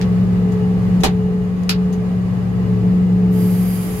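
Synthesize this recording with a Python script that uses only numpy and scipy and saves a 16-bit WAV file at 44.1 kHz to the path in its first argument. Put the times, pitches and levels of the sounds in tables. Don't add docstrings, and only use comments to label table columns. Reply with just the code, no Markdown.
import sys
import numpy as np
from scipy import signal
from scipy.fft import rfft, irfft
from scipy.io import wavfile

SR = 44100
rng = np.random.default_rng(int(sys.argv[2]) if len(sys.argv) > 2 else 0)


def wav_record(signal):
    frames = np.transpose(np.atleast_2d(signal))
    bounded = np.clip(frames, -1, 1)
    quanta = np.round(bounded * 32767).astype(np.int16)
    wavfile.write(sys.argv[1], SR, quanta)


N = 176400


def amp(db):
    return 10 ** (np.asarray(db) / 20)


def unit(x):
    return x / np.sqrt(np.mean(x ** 2) + 1e-20)


def read(points, hz):
    row_hz, value = np.transpose(points)
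    return np.interp(np.log(hz + 1), np.log(row_hz + 1), value)


def level(points):
    return amp(np.interp(np.arange(N) / SR, *np.transpose(points)))


def pan(balance_db):
    return amp(np.array([[.5], [-.5]]) * balance_db)


def add(mix, start_s, sound):
    part = mix[:, max(round(start_s * SR), 0):][:, :sound.shape[1]]
    part += sound[:, :part.shape[1]]


def drift(rate_hz):
    hz = np.fft.rfftfreq(N, 1 / SR)
    return unit(irfft(rfft(rng.standard_normal(N)) / (1 + (hz / rate_hz) ** 4), N))


def noise(colour, balance, likeness=((1, 0),), ripple_db=3, ripple_step_hz=44.6):
    hz = np.fft.rfftfreq(N, 1 / SR)
    mid, side = rfft(rng.standard_normal((2, N)))
    alike = np.clip(read(likeness, hz), -.98, .98)
    mid, side = mid * np.sqrt(1 + alike), side * np.sqrt(1 - alike)
    ears = np.array([mid + side, mid - side])
    bumps = rng.standard_normal((3, 1024))
    bumps = np.array([np.interp(hz / ripple_step_hz, np.arange(1024), row) for row in bumps])
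    ripple = ripple_db * (bumps[0] + .5 * bumps[1:]) * hz / (hz + 600)
    return unit(irfft(ears * amp(read(colour, hz) + ripple) * pan(read(balance, hz)), N))


def whistle(hz, width_hz):
    band = (drift(width_hz / 2) + 1j * drift(width_hz / 2)) * np.exp(2j * np.pi * hz * np.arange(N) / SR)
    return unit(np.array([band.real, band.imag]))


# pitch_hz, width_hz, level_db
WHINES = [(781, 15, -49), (852, 9, -55), (1034, 15, -55), (2885, 29, -60.5), (6560, 200, -69),
          (6930, 100, -73.5), (10400, 400, -77)]


def whines():
    return sum(amp(db) * whistle(hz, width_hz) for hz, width_hz, db in WHINES)


# pitch_hz, likeness (0 unrelated, 1 or more nearly the same)
CABIN_LIKENESS = [(25, 1.7), (60, 4), (110, 0.9), (210, 0.3), (330, 0.6), (500, 0.45), (770, 0.5),
                  (1170, 0), (1790, -0.3), (2740, 0.23), (4200, -0.12), (15000, 0)]
# pitch_hz, left_minus_right_db
CABIN_BALANCE = [(60, 1), (110, 3.5), (200, -3.5), (380, 2), (700, 1.5), (1290, 1), (2380, -1), (4400, -3),
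                 (8120, 1), (15000, -2.5)]
# pitch_hz, relative_db
RUMBLE_COLOUR = [(20, -30.5), (35, -16.5), (50, -1), (65, 1.5), (90, 1), (125, 5.5), (160, 3.5), (200, 1),
                 (240, -6), (340, -13), (400, -6.5), (470, -9), (550, -23), (700, -25), (1200, -56.5)]
AIRFLOW_COLOUR = [(290, -29), (500, -5), (545, -5), (773, -11.5), (906, -12), (1050, -11), (1440, -16),
                  (1930, -19), (2730, -23.5), (2980, -26.5), (3440, -28.5), (4730, -31), (5550, -36),
                  (6700, -36.5), (8830, -41.5), (10500, -39.5), (16000, -49.5)]
# time_s, relative_db
RUMBLE_LEVEL = [(0.0, -29.5), (0.88, -31), (1.09, -28.5), (1.14, -33), (2.6, -32.5), (2.61, -31),
                (3.93, -35.5), (4.0, -33)]
AIRFLOW_LEVEL = [(0.0, -37), (0.29, -39), (0.62, -39), (0.95, -37.5), (1.3, -41.5), (2.31, -40.5),
                 (2.6, -39.5), (3.3, -40)]


def hull_noise():
    rumble = amp(7.0) * level(RUMBLE_LEVEL) * noise(RUMBLE_COLOUR, CABIN_BALANCE, CABIN_LIKENESS)
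    airflow_gain = amp(2.5) * level(AIRFLOW_LEVEL) * amp(0.47 * drift(7.8))
    return rumble + airflow_gain * noise(AIRFLOW_COLOUR, CABIN_BALANCE, CABIN_LIKENESS)


# pitch_hz, relative_db
ROAR_COLOUR = [(220, -4), (260, 4.5), (340, 2), (400, -5.5), (480, -15.5), (700, -25), (1200, -51)]
# time_s, level_db
ROAR_LEVEL = [(0, -48.5), (1, -44), (1.3, -54.5), (2.3, -50.5), (2.8, -37), (3.2, -34), (3.5, -33),
              (3.68, -39), (4, -36.5)]


def hollow_roar():
    bass_cut = signal.butter(4, 215, "high", fs=SR, output="sos")
    roar = noise(ROAR_COLOUR, CABIN_BALANCE, CABIN_LIKENESS)
    return level(ROAR_LEVEL) * unit(signal.sosfilt(bass_cut, roar))


def engine_tone(swell, hz, gain_db, balance_db, wander, flutter, octave_db, lead_rad):
    phase = 2 * np.pi * hz * np.arange(N) / SR + wander * drift(2.5) + flutter * drift(15)
    phase = phase + np.array([[.5], [-.5]]) * lead_rad
    wave = np.sin(phase) + amp(octave_db) * np.sin(2 * phase)
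    return np.sqrt(2) * amp(gain_db) * pan(balance_db) * level(swell) * (1 + flutter * drift(29)) * wave


# time_s, relative_db
LOW_SWELL = [(0.0, -37), (0.05, -22.5), (0.92, -23.5), (1.04, -33), (1.19, -24), (1.38, -46), (1.45, -28.5),
             (1.66, -50), (2.04, -28), (2.9, -20), (2.95, -28), (3.39, -21.5), (3.79, -29), (3.89, -47),
             (3.94, -30), (4.0, -55)]
MAIN_SWELL = [(0.0, -21), (0.03, -17), (0.43, -15.5), (0.57, -19), (0.73, -14.5), (0.79, -20), (1.01, -13),
              (1.05, -32), (1.09, -17.5), (1.73, -20), (1.77, -17), (2.52, -21), (2.62, -17), (2.67, -23.5),
              (2.73, -14), (2.82, -23.5), (2.86, -13.5), (3.59, -15.5), (3.97, -25.5), (4.0, -42)]
HIGH_SWELL = [(0.0, -31), (0.29, -37), (0.59, -27.5), (0.99, -38.5), (1.04, -30), (1.41, -29.5),
              (1.65, -48.5), (1.71, -33.5), (2.04, -31), (2.16, -45.5), (2.45, -46), (2.68, -31.5),
              (3.02, -35.5), (3.06, -52), (3.11, -33.5), (3.44, -28), (3.68, -40.5), (4.0, -33.5)]


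def engines():
    low = engine_tone(LOW_SWELL, hz=112.8, gain_db=-1.0, balance_db=5.0,
                      wander=0.28, flutter=0.028, octave_db=-16.5, lead_rad=0.08)
    main = engine_tone(MAIN_SWELL, hz=181.4, gain_db=0.5, balance_db=1.1,
                       wander=0.11, flutter=0.12, octave_db=-44.5, lead_rad=0.17)
    high = engine_tone(HIGH_SWELL, hz=428.7, gain_db=1.0, balance_db=1.5,
                       wander=0.47, flutter=0.035, octave_db=-22, lead_rad=0.31)
    return low + main + high


# pitch_hz, relative_db
HISS_COLOUR = [(500, -10), (750, 3), (1200, -2), (2000, 3.5), (3000, -2), (4400, -7), (4950, -1),
               (5500, -6), (7100, -3.5), (8500, -5.5), (9600, -1), (13500, -1.5), (16000, -8.5)]
JET_COLOUR = [(6000, -36), (9000, -15.5), (10500, -4), (11800, 0), (13000, -3.5), (16000, -23)]
FIZZ_COLOUR = [(9000, -30), (12500, -10), (14000, -4), (15200, 1), (16000, -4)]
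# time_s, level_db
HISS_LEVEL = [(3.28, -75), (3.33, -44), (3.4, -39), (3.55, -38.5), (3.74, -37.5), (3.87, -37), (4, -37.5)]
JET_LEVEL = [(3.28, -74), (3.33, -49), (3.41, -41), (3.55, -41), (3.74, -37.5), (3.87, -41.5), (4, -45)]
FIZZ_LEVEL = [(3.3, -77), (3.5, -56), (3.75, -51), (4, -45)]
# time_s, shift_hz
JET_SHIFT = [(3.31, 505), (3.44, -3), (3.68, 0.5), (3.8, -600), (4, -700)]
# pitch_hz, left_minus_right_db
VENT_BALANCE = [(1000, 0), (4400, -2.5), (8000, 0.5), (15000, -5)]
# pitch_hz, width_hz, start_s, end_s, level_db
DUCT_WHISTLES = [(4800, 400, 3.34, 3.84, -54.5), (7130, 340, 3.7, 4.1, -51)]


def air_vent(whistle_fade_s=.06):
    t = np.arange(N) / SR
    hiss = level(HISS_LEVEL) * noise(HISS_COLOUR, VENT_BALANCE)
    shift_hz = np.interp(t, *np.transpose(JET_SHIFT))
    slide = np.exp(2j * np.pi * np.cumsum(shift_hz) / SR)
    jet_gain = level(JET_LEVEL) * amp(.7 * drift(25))
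    jet = jet_gain * (slide * signal.hilbert(noise(JET_COLOUR, VENT_BALANCE))).real
    fizz = level(FIZZ_LEVEL) * noise(FIZZ_COLOUR, VENT_BALANCE)
    out = hiss + jet + fizz
    for hz, width_hz, start_s, end_s, db in DUCT_WHISTLES:
        fade = np.clip(np.minimum(t - start_s, end_s - t) / whistle_fade_s, 0, 1)
        out += amp(db + 1.5 * drift(9)) * fade * pan(read(VENT_BALANCE, hz)) * whistle(hz, width_hz)
    is_open = t > HISS_LEVEL[0][0]
    return is_open * amp(0.27 * drift(20)) * out


# pitch_hz, decay_s
ECHO_DECAY = [(60, 0.31), (250, 0.081), (1000, 0.19), (4000, 0.13), (8000, 0.092), (16000, 0.09)]


def cubicle_echo(size=16384, rise_s=0.0048):
    hz, t, (left, other) = signal.stft(rng.standard_normal((2, size)), SR, nperseg=256)
    alike = np.clip(read(CABIN_LIKENESS, hz), -.98, .98)[:, None]
    right = alike * left + np.sqrt(1 - alike ** 2) * other
    decay = amp(-60 * t / read(ECHO_DECAY, hz)[:, None])
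    tail = signal.istft(np.array([left, right]) * decay, SR, nperseg=256)[1][:, :size]
    tail *= 1 - np.exp(-np.arange(size) / SR / rise_s)
    return tail / np.linalg.norm(tail[0])


def click(colour, size=4096):
    log_gain = np.log(amp(read(colour, abs(np.fft.fftfreq(size, 1 / SR)))))
    pulse = np.fft.ifft(np.exp(np.conj(signal.hilbert(log_gain)))).real[:size // 2]
    return pulse / np.linalg.norm(pulse)


def ring(notes, t, spread):
    out = 0
    for hz, db, decay_s in notes:
        cycles = hz * t + rng.random() + spread * hz / 1000 * rng.uniform(-0.55, 0.35, (2, 1))
        out += amp(db - 60 * t / decay_s) * np.sin(2 * np.pi * cycles)
    return out / np.linalg.norm(out[0])


# pitch_hz, relative_db, decay_s (to fall by 60 dB)
METAL_NOTES = [(1782, -5, .08), (2510, 0, .11), (2890, -4, .13), (3070, -5, .12), (3880, -3, .11),
               (4100, -4, .09), (4330, -3, .11), (4660, -3, .11), (5045, 0, .12), (5300, -1, .12)]
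WOOD_NOTES = [(394, 0, .14), (596, -3, .12), (636, -4, .1), (775, 4, .13), (890, -4, .09), (942, 0, .11),
              (1030, -3, .1), (1319, -11, .1)]
PING_NOTES = [(6300, -1.5, .2), (6900, -6.5, .15)]
# pitch_hz, left_minus_right_db
HIT_BALANCE = [(100, -2.5), (380, -2.5), (1290, 1), (2380, 2), (4400, -5), (8120, 2), (15000, -3)]


def hit(colour, contacts, gain_db, scrape_s, echo_db, metal_db, wood_db=-30, ping_db=-40, size=16384):
    t = np.arange(size) / SR
    force = sum(amp(db) * (t >= at_s) * np.exp(-abs(t - at_s) / scrape_s) for at_s, db in contacts)
    both_ears = rng.standard_normal(size)
    scrape = force * (both_ears + 2.8 * rng.standard_normal((2, size)))
    scrape /= np.linalg.norm(scrape, axis=1, keepdims=True)
    echo = np.zeros((2, size))
    for at_s, db in contacts:
        add(echo, at_s, amp(db) * cubicle_echo())
    echo *= amp(echo_db) / np.linalg.norm(echo[0])
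    out = signal.fftconvolve(scrape + echo, click(colour)[None], axes=1)
    t = np.arange(out.shape[1]) / SR
    wood_rise = 1 - np.exp(-t / 0.0043)
    out += amp(metal_db) * ring(METAL_NOTES, t, spread=0.53)
    out += amp(wood_db) * wood_rise * ring(WOOD_NOTES, t, spread=0.33)
    out += amp(ping_db) * ring(PING_NOTES, t, spread=.04)
    balance = pan(read(HIT_BALANCE, np.fft.rfftfreq(2 * size, 1 / SR)))
    out = irfft(rfft(out, 2 * size) * balance)[:, :size]
    return amp(gain_db) * np.sqrt(SR / 100) * out


# pitch_hz, relative_db
KNOCK_COLOUR = [(500, -3.5), (2000, 0.5), (4000, 0), (6000, -2.5), (8000, -11), (16000, -24)]
BANG_COLOUR = [(30, 6), (60, 11), (130, -15.5), (250, 7.5), (400, 8), (550, -3), (750, 3.5), (980, -3.5),
               (1400, -7), (2000, -5), (3200, -5), (4300, -4), (5200, -11), (6500, -7.5), (9000, -14),
               (12000, -15), (16000, -24.5)]
LATCH_COLOUR = [(200, -18), (700, -15), (1100, -9), (1500, 0.5), (2000, -4.5), (2600, 1), (3400, -1.5),
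                (4100, 3), (5100, 2), (5900, -5.5), (7300, -5.5), (8800, -16), (10000, -8), (12000, -8),
                (13500, -15.5), (16000, -22)]
TICK_COLOUR = [(1000, -22.5), (3500, 0), (5200, -1), (6100, 0), (6500, 9), (7200, 1.5), (8000, -4.5),
               (12000, -4), (16000, -14.5)]
# delay_s, relative_db
BANG_CONTACTS = [(0, 6.5), (.007, -1.5), (0.0117, -3)]
LATCH_CONTACTS = [(0, -4), (.0018, 3)]
# start_s, gain_db, scrape_s, echo_db, ping_db
HANDLE_TICKS = [(0.519, -48, .016, 1.5, -13), (1.002, -48, 0.012, 8, -18), (1.6337, -48.5, 0.0031, -8, -17),
                (1.925, -49.5, 0.014, 7.5, -1)]


def door():
    out = np.zeros((2, N))
    add(out, .0135, hit(KNOCK_COLOUR, [(0.00024, 0)], gain_db=-33.5,
                        scrape_s=0.0013, echo_db=0, metal_db=-15))
    add(out, 1.0352, hit(BANG_COLOUR, BANG_CONTACTS, gain_db=-16.5,
                         scrape_s=0.002, echo_db=5.5, metal_db=-10, wood_db=5))
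    add(out, 1.6929, hit(LATCH_COLOUR, LATCH_CONTACTS, gain_db=-18.5,
                         scrape_s=0.0012, echo_db=0.5, metal_db=0, wood_db=-13.5))
    for start_s, gain_db, scrape_s, echo_db, ping_db in HANDLE_TICKS:
        tick = hit(TICK_COLOUR, [(0.00073, 0)], gain_db, scrape_s, echo_db, metal_db=-20, ping_db=ping_db)
        add(out, start_s, tick)
    return out


def scene():
    return engines() + whines() + hull_noise() + hollow_roar() + air_vent() + door()


def record(dry):
    treble_cut = signal.firwin(511, 15900, window=("kaiser", 9), fs=SR)
    return signal.oaconvolve(np.clip(dry, -1, 1), treble_cut[None], "same")


dry = scene()
out = record(dry)
wav_record(out)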